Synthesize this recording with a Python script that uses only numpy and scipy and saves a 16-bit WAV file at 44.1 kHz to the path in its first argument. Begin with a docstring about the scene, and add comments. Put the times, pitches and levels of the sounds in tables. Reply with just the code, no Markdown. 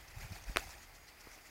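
"""A quiet garden, heard from the one microphone of a small hand-held camera that is being turned.
Right at the microphone the grip rubs, slips and bumps on the housing, which gives one dry double
knock and later a faint tap. Behind the handling lie a steady outdoor hush and a low rumble.
Two thin, faint peeps, perhaps of a far bird, come between the knock and the tap."""
import sys
import numpy as np
from scipy import signal
from scipy.fft import rfft, irfft, next_fast_len
from scipy.io import wavfile
from scipy.ndimage import uniform_filter1d, map_coordinates

SR = 44100
rng = np.random.default_rng(int(sys.argv[2]) if len(sys.argv) > 2 else 0)


def log_audio(samples):
    """Write samples as a 16-bit WAV file to the path given in sys.argv[1]."""
    # one column per channel
    frames = np.atleast_2d(samples).T
    # limit to full scale, then quantise
    limited = np.clip(frames, -1, 1)
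    pcm = np.round(limited * 32767).astype(np.int16)
    wavfile.write(sys.argv[1], SR, pcm)


N = 66150

# the garden's hush, all around (frequency [Hz], relative level [dB])
HUSH_SPECTRUM = [(100, -1.5), (200, -2.5), (350, 1.5), (500, -1), (750, 3.5), (1050, -0.5), (1350, 2.5),
                 (1650, 0), (2030, 7), (2250, 2), (2500, -1), (3000, -4.5), (4000, -8.5), (4850, -1),
                 (5600, -8.5), (6500, -9.5), (7600, -11.5), (13000, -10), (16000, -10.5)]
# low rumble under everything (time [s], level [dB])
RUMBLE_LEVELS = [(0, -59.5), (.12, -58), (.2, -49.5), (.36, -57), (.46, -57), (.6, -57), (.74, -60.5),
                 (.85, -62.5), (1.0, -61.5), (1.15, -66.5), (1.5, -69.5)]
# its colour (frequency [Hz], relative level [dB])
RUMBLE_SPECTRUM = [(12, -23), (36, 4.5), (70, -1), (110, -8.5), (170, -14), (300, -33.5), (1000, -96)]
# the grip rubbing, right at the microphone (time [s], level [dB])
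RUB_LEVELS = [(0, -60), (.07, -63.5), (.13, -60.5), (.23, -52.5), (.29, -57), (.36, -53.5), (.45, -60.5),
              (.50, -51.5), (.55, -58), (.58, -45.5), (.62, -50.5), (.67, -54.5), (.72, -53.5), (.78, -60),
              (.92, -66), (1.16, -65.5), (1.24, -60), (1.5, -63.5)]
# its colour (frequency [Hz], relative level [dB])
RUB_SPECTRUM = [(100, -9.5), (350, -2.5), (500, -5.5), (800, 1.5), (1050, -5), (1650, -2.5), (2080, 0),
                (2300, -1.5), (2520, 0.5), (2900, -9.5), (3900, -9.5), (4900, -6.5), (5700, -8.5),
                (6600, -7), (8000, -14.5), (13000, -14.5), (16000, -18)]
# short, brighter slips of the grip (time [s], scrape level [dB], half length [s], squeak pitch [Hz])
GRIP_SLIPS = [(0.084, -60, 0.005, 5160), (0.109, -58.5, 0.0069, 2180), (0.21, -56, 0.0037, 5030),
              (0.228, -56, 0.0029, 2440), (0.333, -57.5, 0.0058, 5250), (.358, -57, 0.0044, 2450),
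              (0.441, -55.5, 0.0031, 6100), (0.706, -55, 0.011, 5500), (0.834, -59.5, 0.012, 6650),
              (0.958, -63, 0.011, 6600), (1.087, -59.5, 0.0092, 5150), (1.211, -59, 0.008, 5400),
              (1.316, -57, 0.0024, 2400), (1.341, -60.5, 0.015, 6200), (1.467, -61.5, 0.011, 6860)]
# colour of their scrape (frequency [Hz], relative level [dB])
SCRAPE_SPECTRUM = [(200, -8), (1200, 3.5), (2300, 6), (3500, 2), (5200, 5), (6800, 1.5), (8500, -2.5),
                   (16000, -12)]
# soft bumps of the hand (time [s], peak level [dB], pitch [Hz], half length [s])
HAND_BUMPS = [(.174, -41.5, 97.5, 0.0075), (.229, -45, 64, 0.017), (.250, -39, 101, 0.0059),
              (.319, -41, 93, 0.014), (0.321, -45, 170, 0.0068), (0.427, -50.5, 80, .009),
              (.496, -37, 42.3, 0.021), (0.498, -40.5, 150, 0.0028), (.584, -44.5, 55, 0.011),
              (.663, -48, 59.7, 0.0086), (1.279, -56, 69.6, 0.0065)]
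# the knock's first contact, a softer catch (frequency [Hz], gain [dB])
CATCH_SPECTRUM = [(40, 8), (200, -2), (370, 7), (750, -5), (1250, -1.5), (1900, 3), (2500, 3.5),
                  (3200, -16), (3900, -26), (4900, -5), (6000, -22), (9000, -31), (15000, -38)]
# its second contact, a blow with a hard edge (frequency [Hz], gain [dB])
BLOW_SPECTRUM = [(40, -32), (230, -14), (370, 6.5), (480, 4), (680, 10.5), (880, -5), (1100, 9.5),
                 (1450, 10), (1800, 1.5), (2450, 8.5), (3200, 1.5), (4100, 4), (4850, -13), (5600, -3),
                 (8000, -12.5), (10500, -3.5), (12100, -29), (12900, -3), (14000, -28), (15500, -23)]
# thin peeps, perhaps far off (start [s], length [s], level [dB])
FAINT_PEEPS = [(0.784, .064, -66.5), (0.998, 0.07, -68.5)]
# the late tap on the housing (frequency [Hz], relative level [dB])
TAP_SPECTRUM = [(40, -9), (200, -4), (380, 3), (520, -3), (700, -23), (900, -4), (1500, -13), (3000, -36),
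                (12000, -51)]

TIME = np.arange(N) / SR


def amp(db):
    """Decibels to gain."""
    return 10 ** (np.asarray(db) / 20)


def unit(x):
    """Scale to rms 1."""
    return x / np.sqrt(np.mean(x ** 2) + 1e-20)


def spectrum_gain(spectrum, hz):
    """Gain at hz, with the spectrum's points joined on a log frequency axis."""
    points_hz, points_db = np.transpose(spectrum)
    return amp(np.interp(np.log(hz + 1), np.log(points_hz + 1), points_db))


def envelope(levels):
    """Gain at every sample, from (time [s], level [dB]) points."""
    return amp(np.interp(TIME, *np.transpose(levels)))


def wobble(rate_hz):
    """A smooth random curve with rate_hz knots a second."""
    return map_coordinates(rng.standard_normal(N), [TIME * rate_hz], mode="mirror")


def filtered(x, response):
    """Filter x by a gain given as a function of frequency."""
    size = next_fast_len(N + SR // 2)
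    return irfft(rfft(x, size) * response(np.fft.rfftfreq(size, 1 / SR)), size)[:N]


def noise(spectrum):
    """Coloured noise of rms 1."""
    return unit(filtered(rng.standard_normal(N), lambda hz: spectrum_gain(spectrum, hz)))


def patchy(x, depth_db):
    """Let each narrow band of x wander in level; the result has rms 1."""
    bands = signal.stft(x, nperseg=256)[2]
    drift = uniform_filter1d(rng.standard_normal(bands.shape), size=5, axis=1)  # smooth in time
    drift = unit(uniform_filter1d(drift, size=3, axis=0))  # and across bands
    return unit(signal.istft(bands * amp(depth_db * drift), nperseg=256)[1][:N])


def garden_hush():
    """Steady open-air hush all around the microphone, wavering slightly."""
    level_db = -61 + 0.78 * wobble(rate_hz=26)
    return amp(level_db) * noise(HUSH_SPECTRUM)


def rumble():
    """A low rumble that swells while the camera moves."""
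    return envelope(RUMBLE_LEVELS) * noise(RUMBLE_SPECTRUM)


def grip_rub(grain_db=1.45):
    """The hand rubs the housing beside the microphone; stick and slip make it grainy."""
    friction = noise(RUB_SPECTRUM) * amp(grain_db * wobble(rate_hz=260))
    return envelope(RUB_LEVELS) * patchy(friction, depth_db=3)


def grip_slips(squeak_db=-3, squeak_width_hz=1060):
    """Each short slip of the grip gives a close, broad scrape and a weaker squeak."""
    scrape = patchy(noise(SCRAPE_SPECTRUM), depth_db=4)
    out = np.zeros(N)
    for at, db, half_s, pitch in GRIP_SLIPS:
        white = rng.standard_normal(N)
        squeak = unit(filtered(white, lambda hz: np.exp(-((hz - pitch) / squeak_width_hz) ** 2)))
        swell = amp(db) * np.exp(-((TIME - at) / half_s) ** 2 / 2)
        out += swell * (scrape + amp(squeak_db) * squeak)
    return out


def hand_bumps():
    """Each push of the hand rocks the camera, and its microphone, for a cycle or two."""
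    out = np.zeros(N)
    for at, db, hz, half_s in HAND_BUMPS:
        t = TIME - at
        out += amp(db) * np.exp(-(t / half_s) ** 2) * np.cos(2 * np.pi * hz * t)
    return out


def housing_click(spectrum, at_s, lag_s, bend_hz=556, size=4096):
    """One dead click; low bending waves cross the housing up to lag_s later than the highs."""
    hz = np.fft.rfftfreq(size, 1 / SR)
    cepstrum = irfft(np.log(spectrum_gain(spectrum, hz)))
    # minimum phase: nothing sounds ahead of the contact
    cepstrum[1:size // 2] *= 2
    cepstrum[size // 2 + 1:] = 0
    delay_s = lag_s / (1 + (hz / bend_hz) ** 2)
    phase_lag = 2 * np.pi * np.cumsum(delay_s) * hz[1]
    pulse = irfft(np.exp(rfft(cepstrum) - 1j * phase_lag))
    return np.pad(pulse[:size // 2], (round(at_s * SR), N))[:N]


def double_knock(lag_s=0.00132):
    """The housing catches, then snaps home, dry and right at the microphone."""
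    catch = housing_click(CATCH_SPECTRUM, at_s=0.56083, lag_s=lag_s)
    blow = housing_click(BLOW_SPECTRUM, at_s=0.5703, lag_s=lag_s)
    return catch + blow


def peeps(pitch_hz=6700, fade_s=0.008):
    """Two faint whistles on one pitch, perhaps a bird far from the microphone."""
    level = np.zeros(N)
    for start, length, db in FAINT_PEEPS:
        to_edge_s = np.minimum(TIME - start, start + length - TIME)
        level += amp(db) * np.clip(to_edge_s / fade_s, 0, 1)
    return level * np.sin(2 * np.pi * pitch_hz * TIME)


def faint_tap():
    """One late, soft contact of the housing, as close as the knock."""
    return amp(-10.5) * housing_click(TAP_SPECTRUM, at_s=1.2715, lag_s=0)


def scene():
    """The garden behind and the handling up close, all at the one microphone."""
    background = garden_hush() + rumble() + peeps()
    handling = grip_rub() + grip_slips() + hand_bumps() + double_knock() + faint_tap()
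    return (background + handling)[None]


def record(dry, band_limit_hz=15830):
    """The camera keeps nothing above its band limit."""
    return filtered(dry[0], lambda hz: hz < band_limit_hz)[None]


dry = scene()
out = record(dry)
log_audio(out)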